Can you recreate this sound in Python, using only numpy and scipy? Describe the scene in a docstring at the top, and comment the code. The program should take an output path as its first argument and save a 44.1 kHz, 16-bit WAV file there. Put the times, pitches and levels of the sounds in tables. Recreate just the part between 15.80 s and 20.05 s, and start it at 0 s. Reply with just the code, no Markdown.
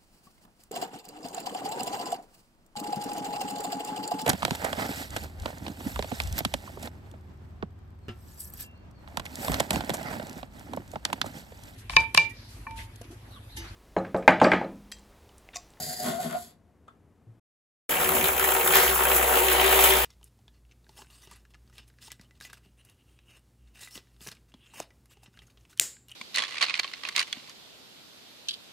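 """Toy gyroscope in a quiet room

First its frame skids on a wooden table until a hand stops it: random contacts and stick-slip squeals
ring the frame; a small tick and a soft low bump follow. After a silent gap it spins fast, is set on its
stand and let go: the axle rattles in its loose bearings as trains of impulses through resonances, the
steel hisses and rings, and the unbalanced rotor hums through the table as a sine at the turning rate."""
import sys
import numpy as np
from scipy import signal
from scipy.fft import rfft, irfft
from scipy.io import wavfile
from scipy.ndimage import uniform_filter1d

SR = 44100
rng = np.random.default_rng(int(sys.argv[2]) if len(sys.argv) > 2 else 0)


def transcribe(u):
    """Save the signal u as a 16-bit wav file named by the first command-line argument.

    u: samples, shape (n,) or (channels, n), limited to [-1, 1]; the rate is SR.
    q: integer samples, one column per channel.
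    """
    v = np.clip(np.atleast_2d(u).T, -1, 1)
    q = np.round(v * 32767).astype(np.int16)
    wavfile.write(sys.argv[1], SR, q)


N = 187336
TIME = np.arange(N) / SR
TAPS = 16384  # length of every filter
HZ = np.fft.rfftfreq(TAPS, 1 / SR)
SILENCE_START_S, SILENCE_END_S = 1.597, 2.093

# frame skidding on the table, relative levels: (time [s], pressure on the wood [dB], hiss [dB])
SLIDE = [(0.0, -44.5, -39), (0.188, -48.5, -43.5), (0.274, -37.5, -40), (0.392, -50, -51.5),
         (0.416, -42.5, -42), (0.552, -45, -53.5), (0.61, -59.5, -49.5), (0.706, -66, -64),
         (0.8, -104, -104)]
# broad colour of the spinning gyroscope: (frequency [Hz], gain [dB])
SPIN_SHAPE = [(40, -23), (100, -24.5), (320, -17.5), (420, -13.5), (800, -1), (1100, -6.5), (2200, -5),
              (3300, -4.5), (4300, -11.5), (5400, -13), (7400, -6), (10000, -10), (13500, 2), (15500, -10)]
# its resonances and two dips: (frequency [Hz], width [Hz], height above or below the colour [dB])
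SPIN_MODES = [(163, 42, 15), (236, 39, 12.6), (299, 22, 9.3), (360, 30, 11), (385, 34, 20.5),
              (464, 38, 14.5), (502, 24, 10), (558, 40, 7), (615, 60, 6.5), (705, 60, 4.5), (752, 40, 4),
              (814, 26, 2.5), (935, 50, 3), (1130, 60, 3), (1225, 50, 2), (1320, 30, 5), (1421, 32, 1.5),
              (1786, 30, 2.5), (1908, 27, 4), (2372, 23, 3.5), (2505, 95, 1.5), (2725, 40, 2.5),
              (3110, 45, 4.5), (4080, 200, 2.5), (4310, 110, -4), (5250, 90, 3), (5390, 130, -5),
              (5880, 140, 3), (7300, 70, 3), (8164, 330, 3.1), (8841, 86, 7.5), (9362, 101, 8.8),
              (9784, 393, 9.8), (10904, 123, 10.5), (11128, 33, 7.2), (11766, 100, 10.8), (12877, 131, 4.7),
              (14833, 62, 6.5), (15283, 601, 10.9)]


def amp(db):
    """Logarithmic level: decibels to amplitude gain."""
    return 10 ** (np.asarray(db) / 20)


def unit(x):
    """Power normalization: scales to rms 1."""
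    return x / np.sqrt(np.mean(x ** 2) + 1e-20)


def curves(rows):
    """Linear interpolation: each column of a table becomes a curve over time."""
    s, *columns = np.transpose(rows)
    return [np.interp(TIME, s, column) for column in columns]


def read(points, hz=HZ):
    """Logarithmic pitch scale: reads a spectrum table along log frequency."""
    f, value = np.transpose(points)
    return np.interp(np.log(hz + 1), np.log(f + 1), value)


def wander(rate_hz):
    """Low-passed noise of rms 1: chance fluctuation, mostly slower than the rate."""
    f = np.fft.rfftfreq(N, 1 / SR)
    spectrum = rfft(rng.standard_normal(N)) * np.exp(-(f / rate_hz) ** 2)
    return unit(irfft(spectrum, N))


def swell(at_s, length_s):
    """Gaussian envelope: a smooth rise and fall of height 1, down to 1/e at the length on each side."""
    return np.exp(-((TIME - at_s) / length_s) ** 2)


def body(shape, modes):
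    """Modal response: the resonances of an object stand on a broad colour."""
    peaks_db = sum(db / (1 + (2 * (HZ - hz) / width) ** 2) for hz, width, db in modes)
    return amp(read(shape) + peaks_db)


def split(gain, edges_hz, order=10):
    """Power-complementary crossover: the powers of neighbouring bands add up to the whole."""
    low_passes = [1 / (1 + (HZ / hz) ** order) for hz in edges_hz]
    below = [0 * HZ] + low_passes + [1 + 0 * HZ]
    return gain * np.sqrt(abs(np.diff(below, axis=0)))


def ring(drive, gain):
    """Minimum-phase filter of energy 1: every impulse rings on only after it lands."""
    log_gain = np.log(np.maximum(gain / gain.max(), 1e-5))
    circle = np.concatenate([log_gain, log_gain[-2:0:-1]])
    response = np.fft.ifft(np.exp(np.conj(signal.hilbert(circle)))).real
    return signal.oaconvolve(drive, response / np.linalg.norm(response))[:N]


def blend(a, b, share):
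    """Power-preserving mix of uncorrelated drives, with this share of the power from the second."""
    share = np.clip(share, 0, 1)
    return np.sqrt(1 - share) * a + np.sqrt(share) * b


def grit(per_second, spread_db):
    """Shot noise: tiny random contacts of unequal size."""
    size = amp(spread_db * np.minimum(rng.exponential(1, N), 4))
    landed = rng.random(N) < per_second / SR
    return unit(size * rng.choice([-1, 1], N) * landed)


def pressed(level_db, follow):
    """Friction under load: the level [dB] of a skidding noise follows the pressure on the wood."""
    usual_db = -47
    return usual_db + level_db + follow * (curves(SLIDE)[0] - usual_db)


def squeals(contact_ring, octave_db=-20, clean=.9, waver=.013):
    """Stick-slip oscillation: as the frame catches on the wood, slips lock to a mode of the ring."""
    # catches: (time [s], half length [s], level [dB], pitch [Hz])
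    catches = [(.003, .02, -35, 716), (.115, .028, -36, 726), (.213, .022, -34, 722),
               (.274, .028, -33.5, 718), (.345, .025, -36, 660), (.396, .021, -28, 722),
               (.455, .018, -36, 635), (.553, .028, -26.5, 727)]
    envelope = sum(amp(db) * swell(s, length_s) for s, length_s, db, _ in catches)
    pitch_hz = curves(catches)[2] * (1 + waver * wander(31))
    slips = 2 * np.pi * np.cumsum(pitch_hz) / SR
    tone = np.sqrt(2) * (np.sin(slips) + amp(octave_db) * np.sin(2 * slips))
    return envelope * blend(contact_ring, tone, clean)


def snags(gain):
    """Impulse excitation: the frame snags on the wood and each click rings its upper modes."""
    # (time [s], level [dB])
    clicks = [(.244, -14), (.256, -11), (.268, -13), (.286, -11), (.299, -13), (.333, -17), (.432, -17),
              (.5, -16), (.511, -12), (.527, -13)]
    impulses = np.zeros(N)
    for s, db in clicks:
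        impulses[round(s * SR)] = amp(db)
    return ring(impulses, gain)


def skid():
    """Friction-driven vibration: chattering contact makes the table rumble and drone, the frame ring."""
    # resonances that the frame on wood always has: (frequency [Hz], width [Hz], height above the colour [dB])
    common_modes = [(82, 26, 14), (155, 65, 21), (238, 56, 24), (390, 100, 16), (635, 75, 20),
                    (722, 90, 18), (2054, 149, 8)]
    # loose frame, ringing brightly: colour (frequency [Hz], gain [dB])
    free_shape = [(40, -8), (100, 7), (300, -14), (550, 5), (900, 3), (1200, -10.5), (1700, -0.5),
                  (2600, -6), (4200, 1), (5600, -5.5), (7400, 0.5), (10000, -5), (12500, -1), (15500, -10)]
    # and its resonances (frequency [Hz], width [Hz], height above the colour [dB])
    free_modes = [(1575, 120, 9), (1870, 170, 11), (4810, 260, 14), (7010, 200, 10), (8170, 120, 10),
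                  (8870, 70, 10), (9620, 90, 14), (11000, 220, 11), (11800, 130, 12)]
    # frame in closed fingers, lower and damped: colour (frequency [Hz], gain [dB])
    held_shape = [(40, -8.5), (100, -4.5), (300, -8.5), (550, 0.5), (900, 1.5), (1250, 6), (1650, 0.5),
                  (2500, -2.5), (3400, -1.5), (5600, -11), (7400, -4), (10000, -5.5), (12500, -9),
                  (15500, -15.5)]
    # and its resonances (frequency [Hz], width [Hz], height above the colour [dB])
    held_modes = [(1080, 180, 4), (1465, 150, 10), (1850, 150, 6), (2500, 120, 4), (3280, 160, 4),
                  (3560, 200, 3), (4620, 330, 7), (7450, 500, 3), (11000, 250, 7), (11600, 400, 8)]
    # frame bears down on the table or lifts from it: (time [s], half length [s], change of level [dB])
    leans = [(.14, .035, -9), (.285, .04, 3), (.455, .022, 8), (.505, .02, 5)]
    edges_hz = [195, 520, 950, 4300]
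    free = split(body(free_shape, common_modes + free_modes), edges_hz)
    held = split(body(held_shape, common_modes + held_modes), edges_hz)
    grip_s, gripping_s = 0.24, 0.034  # the fingers close: middle and duration
    grip = np.clip(.5 + (TIME - grip_s) / gripping_s, 0, 1)

    contact = unit(blend(grit(5000, 4), grit(600, 3), 0.25) * amp(1.2 * wander(45)))
    lean_db = sum(db * swell(s, length_s) for s, length_s, db in leans)
    stopped_db = np.interp(TIME, [.8, .9], [0, -60])
    bands_db = [pressed(-9, follow=1) + lean_db,  # rumble
                pressed(2.5, follow=1.04) + lean_db,  # drone
                pressed(4.5, follow=1.26),  # ring
                pressed(-1, follow=0.95),  # scrape
                curves(SLIDE)[1] + 4]  # hiss
    rubbing = np.zeros(N)
    for level_db, free_gain, held_gain in zip(bands_db, free, held):
        drive = contact * amp(level_db + stopped_db)
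        rubbing += ring(drive * np.sqrt(1 - grip), free_gain)
        rubbing += ring(drive * np.sqrt(grip), held_gain)
    return rubbing + squeals(ring(contact, held[2])) + snags(np.hypot(held[3], held[4]))


def room_tone():
    """Partly correlated noise: a faint low rumble, mostly alike in both channels."""
    # spectrum: (frequency [Hz], relative density [dB])
    air = [(20, -25), (45, -12), (82, 2), (130, -7), (240, -5), (500, -14), (1000, -22), (2000, -30),
           (4000, -40), (8000, -41), (12000, -43), (16000, -52)]
    # mean level of the channels: (time [s], level [dB])
    air_level = [(.6, -57), (.8, -61.5)]
    shared, left, right = (ring(rng.standard_normal(N), amp(read(air))) for _ in range(3))
    both = blend(shared, np.array([left, right]), 0.067)
    return amp(curves(air_level)[0]) * both * amp([[1.2], [-1.2]])


def tick(at_s=1.0803, level_db=-43.5, crack_s=0.0033, tail_db=-16, tail_s=.035):
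    """Two-stage exponential decay: a small tick of filtered noise with a short tail."""
    # colour: (frequency [Hz], gain [dB])
    tick_shape = [(150, -12), (600, -2), (1200, 0), (2200, -8), (3600, -7), (5200, -25), (7500, -17),
                  (15000, -34)]
    # resonance: (frequency [Hz], width [Hz], height above the colour [dB])
    tick_modes = [(1300, 380, 14)]
    t = np.maximum(TIME - at_s, 0)
    envelope = np.exp(-t / crack_s) + amp(tail_db) * np.exp(-t / tail_s)
    burst = (TIME > at_s) * envelope * rng.standard_normal(N)
    return amp(level_db) * ring(burst, body(tick_shape, tick_modes))


def bump(at_s=1.468, level_db=-43, rise_s=0.014):
    """Damped free vibration: one soft blow on a few low modes."""
    # modes: (frequency [Hz], relative level [dB], time to decay by 60 dB [s])
    bump_modes = [(113.6, 6.5, 0.25), (143, -2, 0.1)]
    t = np.maximum(TIME - at_s, 0)
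    tone = sum(amp(db - 60 * t / t60) * np.sin(2 * np.pi * hz * t) for hz, db, t60 in bump_modes)
    return amp(level_db) * tone * (1 - np.exp(-t / rise_s))


def seated():
    """Change of support: goes from 0 in the hand to 1 on the stand as the foot settles."""
    seat_s, settle_s = 3.43, 0.32
    return np.clip(.5 + (TIME - seat_s) / settle_s, 0, 1)


def loaded(level_db, follow, seated_db=0, waver_db=0, waver_hz=1):
    """Load-dependent bearing noise: gain follows the load, changes on the stand and wavers by chance."""
    # side load as the gyroscope is carried, set down and leans: (time [s], load [dB])
    side_load = [(2.1, -26), (2.19, -27), (2.22, -25), (2.28, -26.5), (2.3, -25.5), (2.32, -26),
                 (2.49, -24), (2.51, -28), (2.64, -23.5), (2.9, -24), (2.96, -21), (3.15, -25), (3.27, -21),
                 (3.46, -24.5), (3.57, -22.5), (3.64, -24), (4.07, -21.5), (4.24, -25.5)]
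    usual_db = -26
    excess_db = curves(side_load)[0] - usual_db
    waver = waver_db * wander(waver_hz)
    return amp(usual_db + level_db + follow * excess_db + seated_db * seated() + waver)


def clatter(turns, scatter, spread_db, bounce_s, chatter):
    """Periodic impact: once a turn the axle drops across its bearing play, then chatters briefly."""
    at = np.flatnonzero(np.diff(np.floor(turns + scatter * wander(60))) > 0)
    blows = np.zeros(N)
    blows[at] = amp(spread_db * np.clip(rng.standard_normal(len(at)), -2, 1))
    force = signal.lfilter([1], [1, -np.exp(-1 / (bounce_s * SR))], blows)
    hits = unit(blows * rng.choice([-1, 1], N))
    return blend(hits, unit(force * rng.standard_normal(N)), chatter)


def steel(drive, level_db=-11, width_hz=30):
    """High-Q resonance: noise makes the rotor's high modes ring on as thin, wavering tones."""
    # modes: (frequency [Hz], relative level [dB])
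    rotor_modes = [(7780, -53), (9370, -49), (9604, -47), (9744, -44), (10896, -48), (11127, -52),
                   (11763, -39), (14831, -50), (15197, -48), (15510, -48)]
    power = sum(amp(2 * db) / (1 + (2 * (HZ - hz) / width_hz) ** 2) ** 2 for hz, db in rotor_modes)
    return amp(level_db) * ring(drive, np.sqrt(power))


def hum(turns):
    """Forced vibration and beats: unbalance hums once a turn; in the hand a low boom beats against it."""
    # level, growing as the stand takes the weight: (time [s], rms level [dB])
    hum_level = [(2.1, -58), (2.3, -47.5), (2.7, -45), (2.9, -51), (2.985, -41), (3.03, -47), (3.09, -36.5),
                 (3.17, -41), (3.43, -37), (3.57, -41), (3.75, -37.5), (4.24, -36)]
    beat_hz, boom_at_s, boom_length_s, boom_db = 16.7, 2.445, 0.22, -47.5
    boom = np.sin(2 * np.pi * (turns + beat_hz * (TIME - boom_at_s)))
    boom *= amp(boom_db) * swell(boom_at_s, boom_length_s)
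    return np.sqrt(2) * (np.sin(2 * np.pi * turns) * amp(curves(hum_level)[0]) + boom)


def spin():
    """Forced modal vibration: bearing grit and once-a-turn blows ring the frame, rotor and table."""
    # rotor: (time [s], speed [turns/s])
    speed = [(2.09, 66.8), (2.7, 64.5), (3.25, 63.0), (3.75, 62.0), (4.25, 61.4)]
    # how hard the axle strikes metal: (time [s], gain on the top of the rattle [dB])
    bite = [(2.1, -8.5), (2.6, -16), (3.0, -18), (3.4, -14), (3.8, -4), (4.2, -4)]
    # hiss of the pivots: (time [s], relative level [dB])
    hiss_level = [(2.1, -29), (2.18, -34), (2.24, -31), (2.28, -31), (2.29, -31), (2.34, -31),
                  (2.35, -29.5), (2.56, -30.5), (2.59, -28.5), (2.87, -29.5), (2.88, -27.5), (2.91, -28),
                  (2.96, -24), (3.14, -30), (3.27, -28.5), (3.52, -30.5), (3.55, -24.5), (3.64, -29.5),
                  (3.73, -24.5), (3.75, -30), (4.05, -23), (4.24, -31.5)]
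    turns = np.cumsum(curves(speed)[0]) / SR
    turns -= np.interp(2.6113, TIME, turns)  # count from a moment [s] at which the axle drops
    blows = clatter(turns, scatter=.035, spread_db=1.5, bounce_s=.0013, chatter=.85)
    held_share, seated_share = .72, .45  # share of the rattle's power in blows, which blur on the stand
    share = held_share + (seated_share - held_share) * seated()

    lift_s, lifting_s = 2.52, 0.18  # the frame brushes the table until the hand lifts it
    touching = np.clip(.5 - (TIME - lift_s) / lifting_s, 0, 1)
    grinding = swell(2.93, 0.11)  # the foot grinds into the cup of the stand
    softer = swell(3.33, 0.21)  # the rattle is softer for a while
    nod_hz, nod_at_s, nod_sharpness = 1.877, 3.15, 5  # the axle nods; the whirr thins out once a nod
    nodding = np.exp(nod_sharpness * (np.cos(2 * np.pi * nod_hz * (TIME - nod_at_s)) - 1))

    drone_gain = loaded(-20.5 + 9 * touching + 5 * grinding, follow=0.68)
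    whirr_gain = loaded(-6 + 0.5 * touching - 4 * nodding, follow=1,
                        seated_db=3.5, waver_db=1.0, waver_hz=31)
    rattle_gain = loaded(-0.5 - softer, follow=1.404, seated_db=0.5, waver_db=0.6, waver_hz=35.6)
    hiss_gain = amp(curves(hiss_level)[0] + 4 + .5 * wander(5))

    table, low, middle, high = split(body(SPIN_SHAPE, SPIN_MODES), [310, 950, 4700])
    drone = ring(grit(3000, 0.78) * drone_gain, table)
    whirr = ring(blend(grit(2800, 2), blows, 0.23 * share) * whirr_gain, low)
    rattle = ring(blend(grit(2200, 2.4), blows, share) * rattle_gain, middle)
    high_pass = signal.butter(2, 2400, "high", fs=SR, output="sos")
    top = signal.sosfiltfilt(high_pass, rattle)
    rattle = rattle + (amp(curves(bite)[0]) - 1) * top
    rubbing = unit(grit(7000, 0.89) * amp(1.6 * wander(41)))  # the pivots grab and slip
    scraping = blend(rubbing, blows, 0.12) * hiss_gain
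    return drone + whirr + rattle + ring(scraping, high) + steel(scraping) + hum(turns)


def add(mix, s, sound):
    """Superposition: adds a sound to the mix at a time."""
    part = mix[round(s * SR):][:len(sound)]
    part += sound[:len(part)]


def knocks(bounce_s=0.0001, low_hz=800, chatter=0.16, chatter_s=0.0015):
    """Impact excitation: harder blows favour the modes near the struck spot's pitch and chatter briefly."""
    # axle in its bearings and foot on the stand:
    # (time [s], relative strength [dB], treble against it [dB], favoured frequency [Hz])
    hard_blows = [(2.1213, -1, -8, 1800), (2.2021, -3, -5, 1300), (2.2125, -3, -4, 2500),
                  (2.2445, -4, -3, 1500), (2.2909, -2, 5, 1300), (2.3513, -2, 3, 1300),
                  (2.3655, -2, -8, 1200), (2.4116, -4, -3, 2400), (2.4421, -1, 1, 3700),
                  (2.457, -1, -3, 2900), (2.484, -3, 3, 1000), (2.5792, -4, -2, 2500), (2.5962, 0, 1, 1500),
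                  (2.6108, 0, -8, 2500), (2.6265, -2, -4, 1300), (2.641, -1, -2, 1500),
                  (2.6884, 1, -2, 1400), (2.7207, -1, 0, 1300), (2.8117, -3, -5, 2300),
                  (2.8756, 2, 0, 1400), (2.9055, -2, -4, 3000), (2.925, 2, -2, 1400), (2.9364, 6, -8, 2100),
                  (2.9559, 7.5, -1, 1900), (2.968, 3, 3, 1300), (2.984, -1, -1, 1800), (2.999, 0, 0, 1500),
                  (3.078, -1, -4, 3100), (3.2364, -3, 2, 1900), (3.2522, -2, 1, 1600),
                  (3.5381, 0, -7, 1200), (3.5874, 0, -6, 2500), (3.6678, -2, 0, 2500),
                  (3.6847, 1, -2, 2600), (3.7152, 2, -6, 1000), (3.797, 5, -11, 3100),
                  (3.8783, 0, -7, 3100), (3.928, 3, -9, 2700), (4.0394, 1, 4, 3100), (4.061, 0, 2, 2500),
                  (4.105, 0, -3, 3300), (4.1367, 0, 1, 2700)]
    spot_width_hz, spot_db = 650, 9
    t = np.arange(round(.02 * SR)) / SR
    _, middle, high = split(body(SPIN_SHAPE, SPIN_MODES), [low_hz, 4700])
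    softness = 1 / np.hypot(1, HZ * bounce_s)
    dull, bright = np.zeros((2, N))
    for s, db, treble_db, hz in hard_blows:
        rebounds = rng.standard_normal(len(t)) * np.exp(-t / chatter_s)
        rebounds /= np.linalg.norm(rebounds)
        blow = amp(db) * blend(t == 0, rebounds, chatter)
        spot = amp(spot_db / (1 + (2 * (HZ - hz) / spot_width_hz) ** 2))
        add(dull, s, ring(blow, middle * softness * spot))
        add(bright, s, amp(db + treble_db) * rebounds)
    return dull + ring(bright, high)


def grind(at_s=2.932, level_db=-22, attack_s=0.018, release_s=0.11):
    """Dry friction: the foot scrapes into the cup of the stand in one dense, bright burst of contacts."""
    # colour: (frequency [Hz], gain [dB])
    scrape_shape = [(300, -30), (800, -8), (1250, -1), (1800, 2), (3000, -4), (4400, -5), (6500, -9),
                    (9000, -15), (15000, -20)]
    t = np.maximum(TIME - at_s, 0)
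    envelope = np.minimum(t / attack_s, 1) * np.exp(-np.maximum(t - attack_s, 0) / release_s)
    return ring(grit(5700, 2.1) * amp(level_db) * envelope, amp(read(scrape_shape)))


def room(x):
    """Reverberation and interchannel phase: table and walls add a tail that differs at each port."""
    # two microphone ports: (frequency [Hz], lead of the left [rad])
    port_phase = [(60, 0), (600, 0), (2000, .3), (4200, .3), (5500, 1.9), (6400, .1), (7400, -.1),
                  (9050, -3.1), (11400, -6.3), (13500, -9.4), (15700, -12.5)]
    # and their balance: (frequency [Hz], left minus right [dB])
    port_balance = [(60, 2.3), (300, 3.2), (1000, 2.1), (2500, 1.3), (5000, .3), (15000, 0)]
    # reverberation: (frequency [Hz], level over direct sound [dB])
    wetness = [(60, -30), (160, -12), (300, -9), (420, -6), (700, 4), (1200, 7), (2500, 5), (5000, 1),
               (7000, -4), (9000, -10), (15000, -11)]
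    # its decay: (frequency [Hz], time to decay by 60 dB [s])
    decay_time = [(100, 0.45), (700, 0.21), (5000, 0.18), (15000, 0.06)]
    early_db, early_s = 19, .007  # the table and near walls answer first: height above the tail, fade
    scatter = rng.standard_normal((2, TAPS)) * (np.arange(TAPS) > .0015 * SR)
    hz, t, z = signal.stft(scatter, SR, nperseg=256)
    decay = amp(-60 * t / read(decay_time, hz)[:, None] + early_db * np.exp(-t / early_s))
    tail = rfft(signal.istft(z * decay, SR, nperseg=256)[1][:, :TAPS])
    tail /= np.sqrt(uniform_filter1d(abs(tail) ** 2, size=200, axis=1))

    half_phase, wet = read(port_phase) / 2, amp(read(wetness)) / np.sqrt(2)
    direct = np.array([np.cos(half_phase), 1j * np.sin(half_phase)])  # mid and side
    paths, power = direct + wet * tail, abs(direct) ** 2 + wet ** 2
    # the room keeps the broad colour
    smooth = uniform_filter1d(abs(paths) ** 2, size=30, axis=1)
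    mid, side = paths * np.sqrt(power / power.sum(0) / smooth)
    both = np.array([mid + side, mid - side])
    both /= np.sqrt(uniform_filter1d(abs(both) ** 2, size=60, axis=1))
    both *= amp(np.array([[.5], [-.5]]) * read(port_balance))
    lead = 256  # samples kept ahead of the direct sound for the phase leads
    response = np.roll(irfft(both), lead, axis=1)[:, :-4 * lead]
    return signal.oaconvolve(x[None], response, axes=1)[:, lead:lead + N]


def scene():
    """Superposition: the skid, tick and bump come first, then the fast spin; the room answers them all."""
    first = skid() + tick() + bump()
    second = (spin() + knocks() + grind()) * (TIME > SILENCE_END_S - .05)
    return room(first + second) + room_tone()


def record(dry):
    """Gating, clipping and band limiting: all sound drops out in the gap, peaks clip, the top is cut."""
    ceiling, edge_hz = .92, 15800
    outside_gap = (TIME < SILENCE_START_S) | (TIME > SILENCE_END_S)
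    live = uniform_filter1d(1. * outside_gap, size=64)
    low_pass = signal.firwin(1023, edge_hz, window=("kaiser", 9), fs=SR)
    return signal.oaconvolve(np.clip(dry * live, -ceiling, ceiling), low_pass[None], "same")


dry = scene()
out = record(dry)
transcribe(out)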